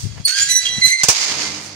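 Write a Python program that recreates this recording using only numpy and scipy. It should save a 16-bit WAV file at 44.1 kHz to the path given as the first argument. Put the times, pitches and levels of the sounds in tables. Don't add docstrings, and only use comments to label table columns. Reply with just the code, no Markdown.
import sys
import numpy as np
from scipy import signal
from scipy.fft import rfft, irfft, next_fast_len
from scipy.io import wavfile
from scipy.ndimage import map_coordinates

SR = 44100
rng = np.random.default_rng(int(sys.argv[2]) if len(sys.argv) > 2 else 0)


def materialize(psi):
    bounded = np.clip(np.atleast_2d(psi).T, -1, 1)
    quanta = np.round(bounded * 32767).astype(np.int16)
    wavfile.write(sys.argv[1], SR, quanta)


N = 77175
TIME = np.arange(N) / SR


def amp(db):
    return 10 ** (np.asarray(db) / 20)


def unit(x):
    return x / np.sqrt(np.mean(x ** 2) + 1e-20)


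def along(points, hz):
    f, values = np.transpose(points)
    return np.interp(np.log(hz + 1), np.log(f + 1), values)


def curves(rows):
    times, *columns = np.transpose(rows)
    return [np.interp(TIME, times, column) for column in columns]


def wobble(rate):
    return map_coordinates(rng.standard_normal(4096), [TIME * rate], mode="wrap")


def filtered(x, response):
    size = next_fast_len(N + SR // 2)
    return irfft(rfft(x, size) * response(np.fft.rfftfreq(size, 1 / SR)), size)[..., :N]


def coloured(x, colour):
    return unit(filtered(x, lambda hz: amp(along(colour, hz))))


def noise(colour, alike):
    white = rng.standard_normal((3, N))
    return coloured(np.sqrt(1 - alike) * white[:2] + np.sqrt(alike) * white[2], colour)


def grains(colour, rate, spread_db, t60):
    contacts = rng.random(N) < rate / SR
    energy = contacts * amp(spread_db * np.minimum(rng.standard_normal(N), 2.5)) ** 2
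    decay = amp(-60 * TIME[:SR // 20] / t60) ** 2
    envelope = np.sqrt(np.abs(signal.fftconvolve(energy, decay)[:N]))
    return coloured(envelope * rng.standard_normal((2, N)), colour)


def free_decay(modes, t60, t):
    return sum(amp(db - 60 * t / t60) * np.sin(2 * np.pi * hz * t) for hz, db in modes)


def ringing(modes, t60):
    response = free_decay(modes, t60, TIME)
    return unit(signal.fftconvolve(rng.standard_normal((2, N)), response[None], axes=1)[:, :N])


def wind():
    # (t/s, level/dB)
    buffeting = [(0, -34.5), (.05, -42), (.09, -28.5), (.2, -28), (.24, -36), (.34, -71), (.42, -38),
                 (.6, -47), (.8, -35), (.94, -67)]
    # (f/Hz, level/dB)
    spectrum = [(20, -24), (60, 2), (115, 13), (170, -0.5), (260, -11.5), (450, -21), (1000, -53.5)]
    gust_s, gust_width_s, gust_db = 0.056, 0.015, -16.5
    gust = amp(gust_db) * np.exp(-.5 * ((TIME - gust_s) / gust_width_s) ** 2)
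    envelope = amp(curves(buffeting)[0]) * amp([[0], [-14]]) + gust * amp([[0], [-24]])
    return envelope * noise(spectrum, alike=0.14)


def mesh():
    # (t/s, level/dB)
    shiver = [(0, -40.5), (.23, -49), (.6, -101), (1.03, -28.5), (1.11, -21.5), (1.19, -19.5),
              (1.30, -20.5), (1.37, -23.5), (1.44, -22.5), (1.55, -29.5), (1.75, -40)]
    # (f/Hz, level/dB)
    chatter_spectrum = [(200, -37), (900, -8.5), (1700, -8.5), (2100, -2.5), (2700, -4.5), (3600, -3.5),
                        (4700, 2), (5800, -2), (6700, -0.5), (7900, -11), (9400, -16), (10500, -28),
                        (14000, -30), (16000, -60)]
    # (f/Hz, level/dB)
    modes = [(2080, 10.5), (2353, 8.5), (4570, 11.5), (4770, -12), (5190, 10), (6430, 8)]
    # (t/s, width/s, level/dB)
    scrapes = [(0, 0.049, -33.5), (1.2, 0.033, -33.5), (1.655, 0.029, -37.5)]
    # (f/Hz, level/dB)
    scrape_spectrum = [(2000, -11), (6000, 9), (9300, 1.5), (11000, -11), (15000, -12)]
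    chatter = grains(chatter_spectrum, rate=2000, spread_db=3, t60=.025)
    ring = amp(-10.5) * ringing(modes, t60=0.2)
    scraping = sum(amp(db) * np.exp(-.5 * ((TIME - s) / width) ** 2) for s, width, db in scrapes)
    return amp(curves(shiver)[0]) * (chatter + ring) + scraping * noise(scrape_spectrum, alike=0)


def swing():
    # (t/s, level/dB)
    rustle = [(0, -51), (.15, -54.5), (.18, -38), (.25, -61), (.28, -38), (.32, -77), (.59, -74),
              (.63, -48), (.785, -39), (.83, -49.5), (.865, -35.5), (.91, -61), (1.29, -32.5),
              (1.45, -33.5), (1.75, -44.5)]
    # (f/Hz, level/dB)
    spectrum = [(30, 4), (90, -1.5), (250, 9), (450, 10.5), (900, 8.5), (2500, 5), (8000, -26.5)]
    return amp(curves(rustle)[0]) * noise(spectrum, alike=0.49)


def thumps():
    # (t/s, f/Hz, rise/s, left level/dB, right level/dB)
    pulses = [(.199, 120, .003, -18, -44), (.780, 180, .004, -16, -37), (.848, 130, .004, -36, -23),
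              (.868, 140, .004, -35, -23), (1.034, 145, .004, -32, -18)]
    out = np.zeros((2, N))
    for start, hz, rise, left_db, right_db in pulses:
        t = np.maximum(TIME - start, 0)
        envelope = (t / rise * np.exp(1 - t / rise)) ** 2
        out += amp([[left_db], [right_db]]) * envelope * np.sin(2 * np.pi * hz * t)
    return out


def stick_slip(rows, harmonics, ratio=1, edge_db=0):
    jitter_hz, judder_hz, judder_depth = 54.2, 125, .6
    grit, brighten, beat_db = .27, .12, 3.0
    pitch, level, rough = curves(rows)
    fade = np.clip((TIME - rows[0][0]) / .004, 0, 1) * np.clip(1 - (TIME - rows[-1][0]) / .02, 0, 1)
    phase = 2 * np.pi * np.cumsum(ratio * pitch + jitter_hz * rough * wobble(260)) / SR
    judder_phase = 2 * np.pi * np.cumsum(judder_hz * (1 + .25 * wobble(60))) / SR
    judder = 1 + judder_depth * rough * np.sin(judder_phase)
    out = np.zeros(N)
    for k, (_, db) in enumerate(harmonics, 1):
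        skirt = grit * min(k, 3) * np.sqrt(np.abs(rough)) * (wobble(520) + 1j * wobble(520))
        size = amp(level + db + brighten * (k - 1) * (level + 20) + beat_db * wobble(95))
        edge = amp(edge_db * max(k - 2, 0))
        out += size * edge * np.imag((1 + skirt) * np.exp(1j * k * phase))
    return np.sqrt(2) * fade * judder * out


def hinge_squeals():
    # (t/s, f/Hz, level/dB, roughness 0-1)
    chirp = [(.238, 4540, -48, .03), (.249, 4520, -29, .05), (.254, 4480, -8.5, .02), (.260, 4440, -9, .15),
             (.270, 4410, -17, .55), (.297, 4370, -17, .3), (.308, 4386, -29, .3), (.328, 4390, -25, .2),
             (.35, 4386, -32, .6), (.49, 4390, -36, .3)]
    groan = [(.28, 1465, -40, .5), (.305, 1475, -35, .4), (.355, 1600, -26, .25), (.42, 1630, -26, .25),
             (.45, 1639, -32, .15), (.64, 1638, -46, .2)]
    whistle = [(.395, 7065, -36, .2), (.413, 7057, -14, .08), (.432, 7057, -13.5, .04),
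               (.44, 7058, -28, .05), (.505, 7058, -26, .08)]
    squeal = [(.48, 2020, -36, .1), (.491, 2005, -20.5, .12), (.506, 1990, -19.5, .2),
              (.526, 2000, -20, .5), (.546, 1986, -23.5, .2), (.56, 1984, -18.5, .07),
              (.595, 1983, -23, .1), (.65, 1982, -30, .25), (.72, 1981, -25, .08), (.785, 1980, -24, .1),
              (.812, 1980, -34, .1)]
    cheep = [(.64, 3280, -75, 0.53), (.655, 3266, -22, 0.53), (.672, 3245, -18, 0.37),
             (.71, 3336, -36.5, 0.13), (.80, 3226, -38, 0.12)]
    # (harmonic number, relative level/dB)
    chirp_tones = [(1, -3), (2, -8.5), (3, -24)]
    groan_tones = [(1, 0), (2, -8.5), (3, -1.5), (4, -6)]
    squeal_tones = [(1, -8.5), (2, -.5), (3, 0), (4, -8), (5, -9), (6, -19), (7, -22)]
    # (t/s, gain per harmonic/dB)
    tilt = [(.48, -4), (.505, 0), (.57, 0), (.66, -4.5)]
    side_ratio = 2767 / cheep[-1][1]
    return (stick_slip(chirp, chirp_tones)
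            + stick_slip(groan, groan_tones)
            + stick_slip(whistle, [(1, 0.017)])
            + stick_slip(squeal, squeal_tones, edge_db=curves(tilt)[0])
            + stick_slip(cheep, [(1, 1.5), (2, -24)])
            + stick_slip(cheep, [(1, -11)], side_ratio))


def gate_ring(drive):
    # (f/Hz, t60/s)
    decay_times = [(200, .15), (2000, .26), (5000, .2), (15000, .15)]
    hz, t, white = signal.stft(rng.standard_normal((2, SR // 2)), SR, nperseg=256)
    decay = amp(-60 * t / along(decay_times, hz)[:, None])
    tail = signal.istft(white * decay, SR, nperseg=256)[1]
    return signal.fftconvolve(drive[None], tail / np.linalg.norm(tail[0]), axes=1)[:, :N]


def hinge_rasp():
    # (t/s, level/dB)
    rasp_level = [(.258, -46.5), (.282, -16.5), (.31, -24.5), (.345, -29.5), (.39, -15), (.425, -19),
                  (.45, -24.5), (.52, -24.5), (.58, -37.5), (.61, -26), (.64, -27), (.668, -24.5),
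                  (.72, -34.5), (.845, -30.5), (.885, -23.5), (.96, -39.5), (1.03, -38), (1.08, -48)]
    # (f/Hz, level/dB)
    spectrum = [(100, -86), (600, -26), (1200, -12), (1650, 1.5), (2700, 3), (3600, 1), (4600, 8.5),
                (5500, 2.5), (6500, 9.5), (8000, -2), (9600, -1), (10800, -26.5), (13000, -13.5),
                (16000, -31)]
    # (f/Hz, level/dB)
    modes = [(3296, 3), (4665, 3), (4807, -16), (5380, -3), (6730, -15)]
    # (t/s, level/dB)
    ring_level = [(.30, -50), (.345, -29), (.41, -25), (.54, -44), (.6, -70)]
    rasp = amp(curves(rasp_level)[0]) * grains(spectrum, rate=3500, spread_db=3.5, t60=.016)
    return rasp + amp(curves(ring_level)[0]) * ringing(modes, t60=.16)


def hinge_shriek():
    # (t/s, f/Hz, level/dB, roughness 0-1)
    course = [(.812, 2100, -30, .1), (.819, 2070, -16, .12), (.833, 2026, -13, .02), (.858, 2028, -11, .03),
              (.872, 2040, -16, .3), (.89, 2068, -18, .6), (.925, 2074, -18, .25), (.968, 2071, -28, .3),
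              (1.005, 2062, -23, .45), (1.016, 2062, -24, .45)]
    # (harmonic number, relative level/dB)
    harmonics = [(1, -5), (2, -4), (3, -8.5), (4, -14), (5, -28), (6, -33), (7, -40)]
    # (t/s, gain per harmonic/dB)
    tilt = [(.82, -5), (.858, 1.5), (.92, 1), (.96, -.5)]
    # (t/s, gain/dB)
    swell = [(.82, 1), (.86, -8), (.90, 0), (.935, 7), (.958, 7), (.985, 0), (1.016, 8)]
    shriek = stick_slip(course, harmonics, edge_db=curves(tilt)[0])
    fundamental = filtered(shriek, lambda hz: 1 / (1 + (hz / 3000) ** 16))
    return shriek + (amp(curves(swell)[0]) - 1) * fundamental


def knocks():
    # (t/s, clash level/dB, thud level/dB, clash t60/s)
    blows = [(1.033, -6, -20.5, 0.098), (1.0846, -3, -8, 0.15)]
    # (f/Hz, level/dB)
    clash_spectrum = [(150, -51), (250, -22.5), (945, -10.5), (1290, -17), (1730, -11.5), (2090, -29),
                      (2280, -10.5), (3630, -15), (4710, -7.5), (6210, -3.5), (9560, -15.5), (11000, -33),
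                      (15500, -28)]
    thud_spectrum = [(30, -31), (80, -4), (150, 4.5), (250, -25), (340, 0.5), (480, 4.5), (600, -18),
                     (1200, -1.5), (3000, -17.5)]
    # (f/Hz, level/dB)
    modes = [(145, -3), (335, -4), (410, 2), (480, 1)]
    attack_s, thud_rise_s, thud_t60 = 0.0007, 0.0042, 0.056
    out = np.zeros((2, N))
    for start, clash_db, thud_db, clash_t60 in blows:
        t = np.maximum(TIME - start, 0)
        clash = amp(clash_db - 60 * t / clash_t60) * noise(clash_spectrum, alike=0.056)
        thud = amp(-60 * t / thud_t60) * noise(thud_spectrum, alike=0.85)
        body = amp(-3) * free_decay(modes, t60=0.046, t=t)
        low = amp(thud_db) * (1 - np.exp(-t / thud_rise_s)) * (thud + body)
        out += (1 - np.exp(-t / attack_s)) * (clash + low)
    return out


def frame_hum(last_knock_s=1.0846):
    # (f/Hz, level/dB)
    modes = [(96, -48), (146, -49), (209, -48.5), (300, -45)]
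    # (t/s, gain/dB)
    swell = [(1.12, -37), (1.3, -3.5), (1.45, 3.5), (1.75, -1.5)]
    hum = np.zeros(N)
    for hz, db in modes:
        waver = wobble(22.0) + 1j * wobble(21.94)
        hum += amp(db) * np.real(waver * np.exp(2j * np.pi * hz * TIME))
    return hum * amp(curves(swell)[0]) * (TIME > last_knock_s)


def scene():
    # (f/Hz, left minus right level/dB)
    balance = [(100, -1.5), (900, -2), (2000, -4), (3300, -3), (4100, -5.5), (5200, -7.5), (6500, -7.5),
               (8000, -4), (9500, 4), (11000, 1.5), (14000, -5.5)]
    lead_rad, ring_db = 1.55, -7
    sides = np.array([[.5], [-.5]])
    squeals = hinge_shriek() + hinge_squeals()
    direct = filtered(squeals, lambda hz: np.exp(1j * lead_rad * sides))
    hinge = direct + hinge_rasp() + amp(ring_db) * gate_ring(squeals)
    gate = hinge + knocks() + mesh() + frame_hum() + swing()
    return filtered(gate, lambda hz: amp(along(balance, hz) * sides)) + thumps() + wind()


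def record(dry):
    low_cut_hz, top_hz = 51.4, 15750
    cut = signal.sosfilt(signal.butter(2, low_cut_hz, "high", fs=SR, output="sos"), dry)
    rounded = cut / (1 + np.abs(cut) ** 8) ** (1 / 8)
    return filtered(rounded, lambda hz: hz < top_hz)


dry = scene()
out = record(dry)
materialize(out)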